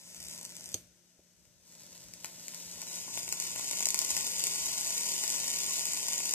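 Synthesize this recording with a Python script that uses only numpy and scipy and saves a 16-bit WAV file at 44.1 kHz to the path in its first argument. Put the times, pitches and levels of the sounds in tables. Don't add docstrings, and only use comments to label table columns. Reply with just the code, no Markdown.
import sys
import numpy as np
from scipy import signal
from scipy.fft import irfft
from scipy.io import wavfile
from scipy.ndimage import uniform_filter1d

SR = 44100
rng = np.random.default_rng(int(sys.argv[2]) if len(sys.argv) > 2 else 0)


def to_wav(sig):
    pcm = np.clip(np.atleast_2d(sig), -1, 1) * 32767
    pcm = np.round(pcm).astype(np.int16)
    wavfile.write(sys.argv[1], SR, pcm.T)


def natural_amplitude(level_db):
    exponent = np.asarray(level_db, float) / 20
    return 10 ** exponent


N = 279594
T = np.arange(N) / SR

# time in seconds, fizz level in dB, share of coarse bubbles 0-1.
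BOIL = [(0.0, -59.5, 0), (0.3, -53.5, 0.57), (0.51, -56.5, 0.7), (0.73, -55.5, 0.3), (0.83, -74, 0.1),
        (1.24, -76.5, 0), (1.62, -74, 0.04), (1.69, -61, 0.6), (2.2, -60, 0.34), (2.58, -53, 0),
        (2.91, -52.5, 0.1), (3.36, -49, 0.17), (3.78, -42, 0.45), (3.9, -47, 0.35), (4.15, -40.5, 0.4),
        (4.3, -41.5, 0.25), (5.21, -40.5, 0.29), (6.34, -41.5, 0.45)]


def evened(x):
    return x / np.sqrt(np.mean(x ** 2) + 1e-20)


def read(points, hz):
    f, value = np.transpose(points)
    return np.interp(np.log(hz + 1), np.log(f + 1), value)


def band(x, lo_hz, hi_hz):
    return signal.sosfilt(signal.butter(2, [lo_hz, hi_hz], "bandpass", fs=SR, output="sos"), x)


def boil_db():
    # time in seconds, lift in dB, fade time in seconds.
    flares = [(2.243, 4.5, 0.018), (2.95, 6, 0.088), (3.169, 5, 0.061), (3.32, 2.5, 0.022),
              (3.44, 3, 0.076)]
    s, db, _ = np.transpose(BOIL)
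    lift_db = sum(peak_db * np.exp(-((T - at) / fade_s) ** 2) for at, peak_db, fade_s in flares)
    return np.interp(T, s, db) + lift_db


def bubbles(per_s, spread_db, most):
    size = natural_amplitude(spread_db * np.minimum(rng.exponential(1, N), most))
    train = evened(size * (rng.random(N) < per_s / SR))
    far = train * (rng.random(N) < .5)
    return np.array([train, train - far + np.roll(far, 1)])


def fizz():
    s, _, coarse = np.transpose(BOIL)
    coarse = np.interp(T, s, np.clip(coarse, 0, 1))
    fizz_db = boil_db()
    body_db = -11 - 0.0469 * (fizz_db + 52.5)
    flutter = natural_amplitude(0.56 * evened(uniform_filter1d(rng.standard_normal(N), 700)))
    fine_bursts = bubbles(6000, 2.54, 4.7) * flutter
    coarse_bursts = bubbles(240, 6.8, 1.85)
    drive = np.sqrt(1 - coarse) * fine_bursts + np.sqrt(coarse) * coarse_bursts
    body = natural_amplitude(body_db + 17.5) * band(drive, 167, 864)
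    return natural_amplitude(fizz_db + 3.0) * (band(drive, 1570, 22000) + body)


def spit_rows():
    # time in seconds, peak in dB, middle band in dB re peak, low band in dB re peak.
    large = [(0.451, -16, -43, -28), (1.4532, -40.5, -10, -22), (2.1365, -23, -16, -28),
             (2.2452, -13, -8.5, -19), (2.2572, -19, -34, -44), (2.4818, -17.5, -12, -25),
             (2.5371, -27, -5.5, -21), (2.5455, -17.5, -20, -29), (2.8172, -16, -15, -28),
             (2.8256, -29, -2, -8), (3.0797, -26.5, -28, -6.5), (3.1745, -14, -7.5, -13),
             (3.2786, -18.5, -6.5, -15), (3.3253, -7, -13.5, -21.5), (3.5601, -16, -6.5, -14),
             (3.595, -16, -10, -14), (3.732, -14, -9.5, -17.5), (3.806, -10, -12, -15.5),
             (3.8263, -11.5, -10.5, -27), (3.8559, -2, -29, -38), (3.8692, -8, -23, -18.5),
             (3.8874, -5, -26, -31), (3.9442, -4, -16.5, -23.5), (3.9899, -2.5, -31, -30.5),
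             (4.1665, -7.5, -12, -21), (4.4389, -6, -26, -26), (5.1187, -12, -16, -22),
             (5.2373, -13.5, -10.5, -16), (5.3017, -13, -30, -26), (6.2027, -15.5, -7, -14)]
    # time in seconds, peak in dB.
    ticks = [(0.1463, -24), (0.202, -23), (0.2276, -22.5), (0.2391, -25.5), (0.2545, -24), (0.268, -28),
             (0.2842, -21.5), (0.3122, -24.5), (0.3602, -26), (0.378, -22.5), (0.4124, -20.5),
             (0.4297, -22), (0.5536, -25), (0.5668, -19.5), (0.641, -23), (0.6583, -21.5), (0.69, -23),
             (0.718, -26), (0.729, -28),
             (3.1819, -16), (3.2307, -17), (3.4003, -9.5), (3.424, -14.5), (3.711, -9.5), (3.9045, -7.5),
              (3.959, -22), (3.977, -15), (4.0166, -8), (4.0478, -9), (4.1053, -8), (4.209, -13),
              (4.4691, -6), (4.6658, -11), (4.8467, -14), (5.2782, -8.5), (5.7352, -11.5), (5.855, -10),
              (5.9341, -9.5), (6.084, -10), (6.1338, -10), (6.3372, -5.5)]
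    stray_count, stray_re_fizz_db, stray_spread_db = 70, 25, 3
    bright_mid_db, bright_low_db, colour_spread_db = -25.5, -28.5, 5.5
    at = rng.integers(0, N, stray_count)
    stray_db = boil_db()[at] + stray_re_fizz_db + stray_spread_db * rng.standard_normal(stray_count)
    plain = np.vstack([ticks, np.transpose([T[at], stray_db])])
    scatter = np.clip(rng.standard_normal(plain.shape), -1.5, 1.5)
    colour_db = [bright_mid_db, bright_low_db] + colour_spread_db * scatter
    return np.vstack([large, np.hstack([plain, colour_db])])


def spits():
    after_s, after_share, lag_s = .0016, 0.56, .0003
    rows = spit_rows()
    trains = np.zeros((3, N + 200))
    all_waits = rng.uniform(.15, 1, (len(rows), 3))
    for (s, db, mid_db, low_db), waits in zip(rows, all_waits):
        size = natural_amplitude(db + np.array([-1.5, mid_db + 15, low_db + 29]))
        at = round((s + lag_s) * SR)
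        trains[:, at] += size
        for wait in waits:
            trains[:, at + round(wait * after_s * SR)] += after_share * (1.2 - wait) * size * [1, .4, .3]
    top, mid, low = trains[:, :N]
    return band(top, 3140, 16500) + band(mid, 2000, 3180) + band(low, 178, 880)


def paths(dip_shift, dip_depth, trail_shift, shade_db):
    # frequency in Hz, gain in dB.
    left_path = [(100, -27.5), (550, -22), (950, -13.5), (1450, -11.5), (2300, -10), (4050, -10.5),
                 (4600, -9), (5000, -1.5), (6500, -1), (7300, -2.5), (8000, 2), (9200, -8.5), (10400, -9.5),
                 (14000, -14)]
    right_path = [(100, -34), (550, -27), (950, -13), (1450, -12.5), (2300, -13), (4050, -7), (4500, -2),
                  (5200, -11), (6900, 2.5), (7600, -15), (8500, -22), (10000, -13.5), (12000, -26),
                  (14000, -12.5)]
    # centre in Hz, width in Hz, left gain in dB, right gain in dB.
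    dips = [(780, 50, -12, -6), (1230, 90, -26, -26), (1650, 90, -18, -18), (3320, 60, -16, -12),
            (5600, 150, -6, -6), (7680, 150, -9, -5), (9800, 150, -11, -1), (10330, 90, -1, -13),
            (10980, 130, -15, -14), (12780, 130, -14, -14)]
    # frequency in Hz, phase in radians.
    trail = [(600, 0), (1000, .9), (1350, 1.7), (2000, .2), (2700, 1.4), (3300, 2.3), (4100, 2.9),
             (4700, 3.7), (5600, 3.1), (6700, 3.7), (7400, 5.3), (9000, 4.8), (11000, 6.6), (14000, 7.8)]
    shade_hz, shade_width_hz, path_gain = 6260, 1600, 4.625
    hz = np.fft.rfftfreq(4096, 1 / SR)
    db = np.array([read(left_path, hz), read(right_path, hz)])
    shade = np.exp(-((hz - shade_hz) / shade_width_hz) ** 2)
    db = db - np.outer([max(shade_db, 0), max(-shade_db, 0)], shade)
    for f, width_hz, *port_db in dips:
        db = db + dip_depth * np.outer(port_db, np.exp(-((hz - f * dip_shift) / width_hz) ** 2))
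    log_gain = np.log(natural_amplitude(np.concatenate([db[0], db[0, -2:0:-1]])))
    phase = -signal.hilbert(log_gain).imag[:len(hz)]
    phase = phase - np.outer([0, 1], read(trail, hz / trail_shift))
    response = irfft(natural_amplitude(db) * np.exp(1j * phase))[:, :2048]
    return response * path_gain


def coil():
    # time in seconds, factor on dip frequencies, share of dip depth 0-1,
    # factor on trail frequencies, shading of the presence band in dB (above 0 left port, below 0 right).
    poses = [(.76, .98, .6, .82, 4), (1.0, .97, .5, 1.2, -6), (1.55, .97, .5, 1.4, -6),
             (1.75, .968, .6, 1.6, 2), (2.6, .98, .75, 1.4, 1), (3.2, 1.0, .9, 1.0, 0)]
    drive = fizz() + spits()
    times_s = [pose[0] for pose in poses]
    shares = [np.interp(T, times_s, here) for here in np.eye(len(poses))]
    out = np.zeros((2, N))
    for share, pose in zip(shares, poses):
        out += signal.oaconvolve(share * drive, paths(*pose[1:]), axes=1)[:, :N]
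    return out


def switch():
    # frequency in Hz, level in dB, t60 in seconds.
    modes = [(3200, -14, .003), (5000, -9, .003), (6500, 6, .0055), (8500, 1, .003), (9900, -9, .003),
             (13200, -10, .003)]
    start_s, level_db = .7422, -4
    close_s, rebound_s, rebound_gain = .0006, 0.0025, 0.45
    t = np.arange(1000) / SR
    ring = sum(natural_amplitude(db - 60 * t / t60_s) * np.sin(2 * np.pi * hz * t) for hz, db, t60_s in modes)
    hits = (rng.random((2, len(t))) < .3) * rng.choice([-1, 1], len(t))
    rattle = (t / close_s) * np.exp(-t / close_s) * hits
    clack = band(signal.fftconvolve(rattle, ring[None], axes=1), 2800, 17000)
    clack = clack / np.linalg.norm(clack, axis=1, keepdims=True)
    clack = clack + rebound_gain * np.roll(clack, round(rebound_s * SR), axis=1)
    out, at = np.zeros((2, N)), round(start_s * SR)
    out[:, at:at + clack.shape[1]] = natural_amplitude(level_db) * clack
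    return out


def bumps():
    # time in seconds, peak in dB, thud frequency in Hz.
    pushes = [(0.742, -39.5, 99), (1.189, -57.5, 78.5), (1.47, -78, 190), (2.04, -65, 180)]
    out, t = np.zeros(N), np.arange(2000) / SR
    for s, db, hz in pushes:
        puff = evened(band(band(rng.standard_normal(len(t)), 210, 660), 210, 660))
        thud = np.sin(2 * np.pi * hz * t)
        out[round(s * SR):][:len(t)] += natural_amplitude(db - 60 * t / 0.088) * (0.64 * thud + 0.65 * puff)
    return out


def room(x):
    # frequency in Hz, t60 in seconds.
    decay = [(200, 0.5), (1000, 0.39), (6000, 0.14), (14000, 0.33)]
    sway_hz = 1.7
    taps = np.zeros((2, 2, SR // 3))
    at = np.arange(80, SR // 3 - 20, 20)
    at = at + rng.integers(0, 20, (2, 2, len(at)))
    np.put_along_axis(taps, at, rng.choice([-1., 1.], at.shape), 2)
    hz, t, z = signal.stft(taps, SR, nperseg=128)
    fade = natural_amplitude(-60 * t / read(decay, hz)[:, None])
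    tails = signal.istft(z * fade, SR, nperseg=128)[1]
    sway = [np.sin(2 * np.pi * sway_hz * T), np.cos(2 * np.pi * sway_hz * T)]
    out = np.zeros((2, N))
    for weight, tail in zip(sway, tails):
        out += signal.oaconvolve(weight * x, tail / np.linalg.norm(tail[0]), axes=1)[:, :N]
    return out


def opening_db():
    open_db, knee_db, shut_per_db, lag_s = -55, -54.5, 0.6, 0.066
    shut_db = shut_per_db * np.minimum(boil_db() - knee_db, 0)
    r = np.exp(-1 / (lag_s * SR))
    return open_db + signal.lfilter([1 - r], [1, -r], shut_db, zi=[-9.])[0]


def rumble():
    # time in seconds, peak in dB.
    nudges = [(0.25, -65), (0.76, -65.5), (1.48, -70.5), (2.05, -65), (2.75, -68), (3.17, -61.5),
              (3.58, -61), (4.18, -65), (4.41, -76), (4.66, -63.5), (5.26, -74), (5.7, -65)]
    fall_db_per_s, rest_re_hum_db = 82, -23.5
    shared, left, right = band(band(rng.standard_normal((3, N)), 53, 146), 39, 145)
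    level = natural_amplitude(opening_db() + rest_re_hum_db)
    level = level + sum(natural_amplitude(db - fall_db_per_s * abs(T - s)) for s, db in nudges)
    return level * evened(shared + 1.05 * np.array([left, right]))


def room_air():
    # frequency in Hz, density in dB per Hz.
    spectrum = [(60, -39), (100, -13), (175, -8.5), (260, -12.5), (450, -18), (600, -12), (900, -36),
                (1500, -22), (3000, -23.5), (4700, -23), (6300, -13), (7900, -32), (9500, -29),
                (14000, -46)]
    # frequency in Hz, left minus right in dB.
    lean = [(60, -9), (180, 0.5), (540, -2), (1640, 1), (4940, 6.5), (14900, -4)]
    # frequency in Hz, likeness 0-1.
    likeness = [(100, 0.56), (600, 0.69), (900, 0.41), (14000, 0.19)]
    hz = np.fft.rfftfreq(1024, 1 / SR)
    a, b, c, d = rng.standard_normal((N // 256 + 5, 513, 4)).T
    same = np.clip(read(likeness, hz), 0, 1)[:, None]
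    left = a + 1j * b
    z = np.array([left, same * left + np.sqrt(1 - same ** 2) * (c + 1j * d)])
    z = z * natural_amplitude(read(spectrum, hz) + np.outer([.5, -.5], read(lean, hz)))[:, :, None]
    return natural_amplitude(-72.5) * evened(signal.istft(z, nperseg=1024, noverlap=768)[1][:, :N])


def motor_hum():
    # multiple of the base frequency, level in dB.
    lines = [(2, -19), (3, 0), (4, -12), (6, -13), (9, -21), (10, -14)]
    base_hz = 58.52
    waver = 1 + 0.0011 * evened(uniform_filter1d(rng.standard_normal(N), 6000))
    turns = np.cumsum(base_hz * waver) / SR
    return sum(natural_amplitude(db) * np.sin(2 * np.pi * (k * turns + rng.random())) for k, db in lines)


def background():
    open_db = opening_db()
    return natural_amplitude(open_db + 70.5) * room_air() + natural_amplitude(open_db - 6) * motor_hum() * natural_amplitude([[1.2], [-1.2]])


def masked(x, column):
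    # frequency in Hz, depth in dB within one port, depth in dB in mid or side.
    limits = [(900, 40, 40), (1100, 9, 10), (2000, 8, 10), (2800, 11, 7.5), (3500, 11, 4), (4400, 12, 5),
              (5200, 14, 15), (9500, 11, 16), (11000, 8, 15), (14000, 7, 15)]
    hz, _, z = signal.stft(x, SR, nperseg=2048, noverlap=1024)
    bins = np.arange(len(hz))
    power = uniform_filter1d(abs(z) ** 2, size=2, axis=2) + 1e-20
    neighbours = power if column == 1 else power.mean(0, keepdims=True)
    cover = uniform_filter1d(neighbours, size=48, axis=1)
    under_db = read(np.array(limits)[:, [0, column]], hz)[:, None]
    in_band = uniform_filter1d(power, size=8, axis=1)[:, bins // 8 * 8 + 4 * (hz < 20000)]
    scatter_db = 1.5 * rng.standard_normal((len(hz), z.shape[2]))[bins // 16]
    keep = 10 * np.log10(in_band / cover) + under_db + scatter_db > 0
    return signal.istft(z * keep, SR, nperseg=2048, noverlap=1024)[1][:, :N]


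def scene():
    sizzle, clack = coil(), switch()
    reverb = natural_amplitude(-4.5) * room(sizzle + natural_amplitude(-4) * clack)
    hiss = natural_amplitude(-79) * band(rng.standard_normal((2, N)), 830, 20000)
    return sizzle + clack + reverb + bumps() + rumble() + background() + hiss


def top_cut(x):
    return signal.sosfilt(signal.butter(12, 15490, fs=SR, output="sos"), x)


def record(dry):
    edge = signal.firwin(255, 14480, window=("kaiser", 7), fs=SR)
    low = signal.oaconvolve(dry, edge[None], "same")
    top = dry - low
    sharp = uniform_filter1d(top ** 2, size=128) > 3.5 * uniform_filter1d(top ** 2, size=4096)
    sharp_top = natural_amplitude(-13) * top * uniform_filter1d(1. * sharp, size=128)
    turn = np.array([[1, 1], [1, -1.014]]) / np.sqrt(2)
    thinned = turn @ masked(turn @ masked(low, column=1), column=2)
    return top_cut(thinned + sharp_top)


dry = scene()
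out = record(dry)
to_wav(out)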